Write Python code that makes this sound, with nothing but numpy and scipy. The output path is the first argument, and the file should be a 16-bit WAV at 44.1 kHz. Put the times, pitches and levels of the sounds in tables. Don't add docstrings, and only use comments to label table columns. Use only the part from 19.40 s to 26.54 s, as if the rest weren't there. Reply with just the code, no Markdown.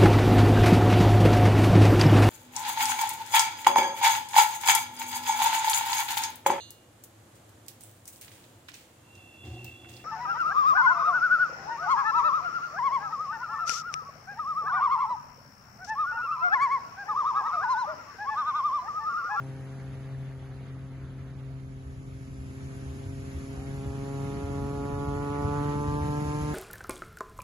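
import sys
import numpy as np
from scipy import signal
from scipy.fft import rfft, irfft, next_fast_len
from scipy.io import wavfile
from scipy.ndimage import uniform_filter1d

SR = 44100
rng = np.random.default_rng(int(sys.argv[2]) if len(sys.argv) > 2 else 0)


def persist_wave(psi):
    counts = np.round(np.clip(psi, -1, 1) * 32767).astype(np.int16)
    wavfile.write(sys.argv[1], SR, np.atleast_2d(counts).T)


def gain_from_decibels(decibels):
    exponent = np.asarray(decibels, float) / 20
    return 10 ** exponent


N = 314874

# t/s, blade rate/Hz, nearness/dB, dulling by distance and attitude/dB
FLIGHT = [(0.0, 133.3, -51.5, 12), (0.6, 133.6, -52, 21), (1.0, 133.1, -53.5, 16), (1.5, 133, -51.5, 30),
          (2.0, 132.9, -52.5, 30), (2.6, 133.1, -52, 34), (3.1, 133.1, -47.5, 33), (3.5, 134.1, -47, 24.5),
          (4.0, 135, -44.5, 25.5), (4.4, 136.7, -45, 12), (4.7, 138, -41.5, 11), (5.2, 139.9, -38.5, 9.5),
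          (5.7, 142.2, -39, 5.5), (6.2, 144.6, -37.5, 3.5), (6.6, 146.4, -38, 4), (7.14, 149.3, -38.5, 6)]
# crest t/s, pitch f/Hz, level/dB
BREAKERS = [(0.487, 74.6, -45), (1.137, 94, -49.5), (1.242, 73, -47), (1.64, 70, -44), (2.365, 83, -48),
            (2.48, 74, -45), (3.006, 70, -40), (3.232, 83, -44.5), (3.479, 70, -41), (3.676, 94.5, -39.5),
            (3.801, 92, -41.5), (3.969, 74.6, -35.5), (4.194, 65, -39), (4.494, 70, -33),
            (4.848, 92, -37.5), (5.044, 90, -35.5), (5.208, 92, -39), (5.373, 73, -44), (5.564, 94, -33.5),
            (5.727, 67.4, -35), (5.817, 65, -37), (6.056, 88.5, -30.5), (6.146, 86, -37), (6.49, 79, -30),
            (6.614, 78, -32), (6.686, 83, -37), (6.814, 83.5, -38), (7.04, 72.6, -31)]
FAR_DB = -52
COARSE = 8


def in_time(rows):
    s, *columns = np.transpose(rows)
    return [np.interp(np.arange(N) / SR, s, c) for c in columns]


def at_hz(points, hz, column=1):
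    points = np.array(points)
    return np.interp(np.log(np.maximum(hz, 1)), np.log(points[:, 0]), points[:, column])


def rms_one(x):
    return x / np.sqrt(np.mean(x ** 2) + 1e-20)


def drift(rate):
    r = np.exp(-80 * np.pi * rate / SR)
    chance = rng.standard_normal(N // 40 + 2002)
    slow = signal.lfilter([1], [1, -2 * r, r * r], chance)[2000:]
    return np.interp(np.arange(N) / 40, np.arange(len(slow)), rms_one(slow))


def coloured(x, gains):
    size = next_fast_len(N)
    return irfft(rfft(x, size) * gains(np.fft.rfftfreq(size, 1 / SR)), size)[..., :N]


def propeller(pose):
    # level/dB, left-right/dB, left lag/rad
    facing = [(-0.5, 2, 0.1), (-0.5, 1.5, -0.35), (1, 0, -0.31), (-3, 3, 0.34), (-7, -9, -1.2), (2, 5, -.2),
              (-2, -4, -0.1), (-34, 7, 0), (-18, 4, 0), (-12, 2, 0), (-6, 8, 0), (-19, -6, 0.093),
              (-37, 4, 0.42)]
    aside = [(-4, 1.5, 0.25), (-0.5, 0, 0.16), (2, 0.5, 0.8), (-4.5, -1, 1.9), (-9.5, -5, 0.5),
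             (-0.5, -13.5, 0.23), (-5.5, -27, 1.78), (-3.5, -3, 0.092), (-7.5, -7, 0.31), (-9.5, 3.5, 0.28),
             (-36.5, 8, 9.6), (-18, 1, 2.4), (-19.5, 4, 1.9)]
    further = [(0, 1, .2), (0, 0, .5), (0, 0, 1.5), (-7, -1, 2.0), (-7, -9, 2.6), (0, -3, .5),
               (-3, -1, 1.3), (-7, 1, 1.5), (-8, -4, 1.6), (-14, 0, 3.1), (-15, 0, 1.4), (-25, 0, 2.2),
               (-23, 0, 2.2)]
    phase = (blade_phase() + 0.044 * drift(14.0))[::COARSE]
    levels_db = [level[::COARSE] for level in order_levels()]
    unequal = 1 + 0.08 * np.cos(phase / 3)
    gust = drift(0.91)[::COARSE]
    out = 0
    for k, poses in enumerate(zip(facing, aside, further), start=1):
        columns = np.transpose(poses)
        shade_db, pan_db, lag = [np.interp(pose[::COARSE], [0, 1, 2], column) for column in columns]
        group = np.searchsorted([1, 2, 5], k)
        twinkle_db = 0.25 * k ** 0.5 * (gust + 2.0 * drift(13.2)[::COARSE])
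        level_db = levels_db[group] + order_swells(order=k) + shade_db + twinkle_db
        wobble = k * phase + 0.04 * k ** 0.5 * drift(6.0)[::COARSE]
        wobble = wobble - 4.4 * np.log(k) - 2.9
        left_share = 1 / (1 + gain_from_decibels(-pan_db))
        shares = np.array([left_share, 1 - left_share])
        height = 2 * np.sqrt(2) * gain_from_decibels(level_db) * unequal
        out = out + height * shares * np.sin([wobble - lag / 2, wobble + lag / 2])
    return signal.resample_poly(out, COARSE, 1, axis=1)[:, :N]


def blade_phase():
    return 2 * np.pi * np.cumsum(in_time(FLIGHT)[0]) / SR


def order_levels():
    groups = [
        (-39, 0.39, 0.055),
        (-51.5, 1.026, .01),
        (-51.5, 0.94, 0.32),
        (-51.5, 0.95, 1.054),
    ]
    _, near_db, dull_db = in_time(FLIGHT)
    return [far_db + near * (near_db - FAR_DB) - dull * dull_db for far_db, near, dull in groups]


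def order_swells(order):
    # t/s, order, level/dB
    swells_and_dips = [(0.0, 1, 1), (0.8, 1, 4.5), (2.1, 1, 3), (2.5, 1, -2), (3.1, 1, -1.5), (3.4, 1, 1.5),
                       (4.0, 1, -5), (4.4, 1, 3), (4.8, 1, 2), (5.0, 1, -5), (5.6, 1, -1.5), (6.2, 1, 2.5),
                       (6.4, 5, -7.5), (6.8, 5, 1.5), (5.5, 6, 0), (6.4, 6, -0.5), (5.4, 9, -1), (6.5, 9, -6),
                       (6.6, 7, 0.5), (6.5, 8, 4.5)]
    width_s = 0.088
    t = np.arange(0, N, COARSE) / SR
    return sum(db * np.exp(-((t - s) / width_s) ** 2 / 2) for s, k, db in swells_and_dips if round(k) == order)


def exhaust():
    # multiple of shaft rate, level/dB
    shaft_lines = [(7, -72), (10, -70), (11, -69), (13, -77), (14, -74), (16, -71), (17, -73), (19, -72),
                   (20, -76)]
    shaft = blade_phase() / 3
    _, near_db, dull_db = in_time(FLIGHT)
    lines = 0
    for n, db in shaft_lines:
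        dulled_db = 0.03 * (n - 8) * (dull_db - 10)
        level_db = db - dulled_db + 2 * drift(4.0)
        lines = lines + gain_from_decibels(level_db) * np.sin(n * shaft + n * n + drift(3.0))
    return gain_from_decibels(0.15 * (near_db - FAR_DB)) * lines


def whistle():
    # t/s, pitch f/Hz, level/dB
    glide = [
        (4.08, 715, -80),
        (4.13, 726, -69),
        (4.19, 755, -54),
        (4.25, 810, -57),
        (4.3, 834, -95),
    ]
    pitch_hz, level_db = in_time(glide)
    return np.sqrt(2) * gain_from_decibels(level_db) * np.sin(2 * np.pi * np.cumsum(pitch_hz) / SR)


def booms():
    thump_s = 0.016
    out, t = np.zeros(N), np.arange(N) / SR
    starts = rng.uniform(0, 2 * np.pi, (len(BREAKERS), 1))
    for (s, pitch_hz, db), start in zip(BREAKERS, starts):
        near = slice(max(int((s - 0.1) * SR), 0), int((s + 0.1) * SR))
        age = t[near] - s
        swell = np.exp(-(age / thump_s) ** 2 / 2)
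        out[near] += np.sqrt(2) * gain_from_decibels(db) * swell * np.sin(2 * np.pi * pitch_hz * age + start)
    return out


def sea(pose):
    # f/Hz, level/dB per Hz
    rumble_spectrum = [(16, -38), (27, -26), (48, -4.5), (75, 2), (102, -2), (130, -7), (170, -18.5)]
    roar_spectrum = [(100, 3), (170, 1.5), (250, -1.5), (350, -7), (500, -20.5), (800, -25.5), (1300, -19),
                     (2000, -58)]
    wash_spectrum = [(300, -3), (600, -1.5), (1000, -4.5), (1500, -3.5), (2000, -4.5), (2600, -11.5),
                     (3500, -12.5), (5000, -21)]
    fizz_spectrum = [(1500, 3), (2500, 1.5), (3500, -5), (4300, -4.5), (5500, -4), (6300, -3.5),
                     (7000, -0.5), (7800, -5), (10000, -5), (11500, -8), (11900, -23)]
    # crest t/s, level/dB
    far_waves = [
        (0.0, -55),
        (0.6, -54.5),
        (1.08, -59),
        (1.6, -57.5),
        (2.05, -56),
        (3.4, -55.5),
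        (4.1, -53),
        (4.9, -49.5),
        (6.1, -45.5),
        (7.14, -48.5),
    ]
    # crest t/s, level/dB
    near_waves = [
        (0.0, -69),
        (3.3, -66.5),
        (4.0, -65),
        (4.83, -63),
        (6.15, -64),
        (7.05, -56.5),
    ]
    bed = gain_from_decibels(-52 + 1.57 * np.arange(N) / SR)
    thumps_db = crests(np.array(BREAKERS)[:, ::2], rise_db_per_s=151, fall_db_per_s=97)
    stirred = gain_from_decibels(thumps_db - 4.5)
    rumble_db = 20 * np.log10(np.hypot(bed, stirred))
    roar_db = -53.5 + 0.82 * (in_time(FLIGHT)[1] - FAR_DB)
    wash_db = crests(far_waves, rise_db_per_s=14.5, fall_db_per_s=8.5)
    fizz_db = crests(near_waves, rise_db_per_s=9.5, fall_db_per_s=4.5)
    rumble = gain_from_decibels(rumble_db + 0.8) * surf_noise(rumble_spectrum, patchy_db=0.7, flicker=7.0, shared=1.0)
    roar = gain_from_decibels(roar_db + 2.5) * surf_noise(roar_spectrum, patchy_db=1.2, flicker=8.0, shared=0.4)
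    roar = roar * (1 + 0.17 * np.cos(blade_phase() - 0.7))
    wash = gain_from_decibels(wash_db - 2.0) * surf_noise(wash_spectrum, patchy_db=2.0, flicker=16.0, shared=0.39)
    fizz = gain_from_decibels(fizz_db + 7.5) * surf_noise(fizz_spectrum, patchy_db=0.67, flicker=46.0, shared=0.21)
    return ports(rumble + roar + wash + fizz, pose)


def crests(rows, rise_db_per_s, fall_db_per_s):
    t = np.arange(0, N + 64, 64) / SR
    s, db = np.transpose(rows)[:, :, None]
    swells_db = db + np.minimum(rise_db_per_s * (t - s), fall_db_per_s * (s - t))
    power = gain_from_decibels(2 * swells_db).sum(axis=0)
    return np.interp(np.arange(N) / SR, t, 10 * np.log10(power + 1e-12))


def surf_noise(spectrum, patchy_db, flicker, shared):
    size = next_fast_len(N)
    hz = np.fft.rfftfreq(size, 1 / SR)
    lowest, highest = spectrum[0][0], spectrum[-1][0]
    white = rfft(rng.standard_normal((2, size))) * gain_from_decibels(at_hz(spectrum, hz))
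    white *= (hz > lowest) & (hz < highest)
    out, together = 0, drift(flicker / 4)
    for centre in lowest * 2 ** np.arange(0, np.log2(highest / lowest) + 0.5, 0.5):
        share = np.maximum(1 - 2 * abs(np.log2(np.maximum(hz, 1) / centre)), 0)
        swell_db = patchy_db * (shared * together + drift(flicker))
        out = out + irfft(white * share, size)[:, :N] * gain_from_decibels(swell_db)
    return rms_one(out)


def ports(pair, pose):
    # f/Hz, facing, turned aside, left lag when aside/rad
    likeness = [(60, 0.99, 1, 0), (171, 1, 0.99, 0.52), (500, 0.95, 0.82, 1.5), (900, 0.7, -0.057, 2),
                (1480, 0.66, 0.36, 2), (2085, 0.34, 0.53, 3), (2074, 0.6, 0.45, 4.5),
                (3310, -0.2, -0.02, 4.5), (4400, 0.54, 0.36, 6.5), (4800, 0.4, 0.21, 6.5),
                (5660, -0.5, -0.074, 6.5), (6400, 0.95, 0.43, 6.5), (7100, -0.72, 0.3, 6.5)]
    # f/Hz, likeness
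    upper = [(7200, .15), (7500, -.3), (7900, -.995), (8900, -.995), (9400, -.8), (9800, .15), (10350, .97),
             (12000, .99)]
    # f/Hz, left-right/dB
    balance_db = [(60, 0.5), (130, 0.5), (350, -2.5), (850, -3), (1500, -0.5), (3500, 1.5), (5700, -6.5),
                  (6700, -3.5), (7600, 4)]
    split_hz = upper[0][0]

    def alike(hz, column):
        joined = np.where(hz < split_hz, at_hz(likeness, hz, column), at_hz(upper, hz))
        return np.clip(joined, -1, 1)

    heard = []
    for column in (1, 2):
        mid = coloured(pair[0], lambda hz: np.sqrt((1 + alike(hz, column)) / 2))
        side = coloured(pair[1], lambda hz: np.sqrt((1 - alike(hz, column)) / 2))
        heard.append(np.array([mid + side, mid - side]))
    lagging = lambda hz: np.exp(-1j * at_hz(likeness, hz, column=3) * (hz < split_hz))
    heard[1][0] = coloured(heard[1][0], lagging)
    turn = np.clip(pose, 0, 1) * np.pi / 2
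    both = np.cos(turn) ** 2 * heard[0] + np.sin(turn) ** 2 * heard[1]
    halves = np.array([[0.5], [-0.5]])
    return coloured(both, lambda hz: gain_from_decibels(at_hz(balance_db, hz) * (hz < upper[1][0]) * halves))


def scene():
    # t/s, pose (0 facing the sound, 1 turned aside, 2 turned further)
    swing = [
        (0, 0.021),
        (1.8, 0.14),
        (2.5, 0.95),
        (5.3, 0.87),
        (6.15, 1.23),
        (6.5, 1.965),
        (7.14, 2.02),
    ]
    pose, = in_time(swing)
    return propeller(pose) + exhaust() + whistle() + sea(pose) + booms()


def drop_faint(x, ragged_db):
    # f/Hz, threshold against the local level/dB
    threshold = [(100, -30), (400, -19), (1000, -14), (2000, -8.5), (3300, -5.5), (8000, -6), (11000, -7)]
    window = np.sin(np.pi * (np.arange(2048) + 0.5) / 2048)
    hz, _, bins = signal.stft([x[0] + x[1], x[0] - x[1]], SR, window, nperseg=2048)
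    power = uniform_filter1d(abs(bins) ** 2, size=5, axis=1)
    local = uniform_filter1d(power.max(axis=0), size=21, axis=0)
    local = uniform_filter1d(local, size=5, axis=1)
    waver = rng.standard_normal((2, len(hz) // 9 + 1, bins.shape[2]))
    waver = waver.repeat(9, axis=1)[:, :len(hz)]
    waver = rms_one(uniform_filter1d(waver, size=2, axis=2))
    limit_db = at_hz(threshold, hz)[:, None] + ragged_db * waver
    kept = power > local * gain_from_decibels(2 * limit_db)
    mid, side = signal.istft(bins * kept, SR, window, nperseg=2048)[1][:, :N]
    return np.array([mid + side, mid - side]) / 2


def roll_off(x):
    return signal.sosfilt(signal.butter(12, 12410, fs=SR, output="sos"), x)


def record(dry):
    port_hz = 151
    opposite = np.array([[1], [-1]])
    skew = lambda hz: np.exp(-0.2j * opposite * (hz / port_hz) ** 2 / (1 + (hz / port_hz) ** 6))
    mix = drop_faint(coloured(dry, skew), ragged_db=4.5)
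    return roll_off(mix)


dry = scene()
out = record(dry)
persist_wave(out)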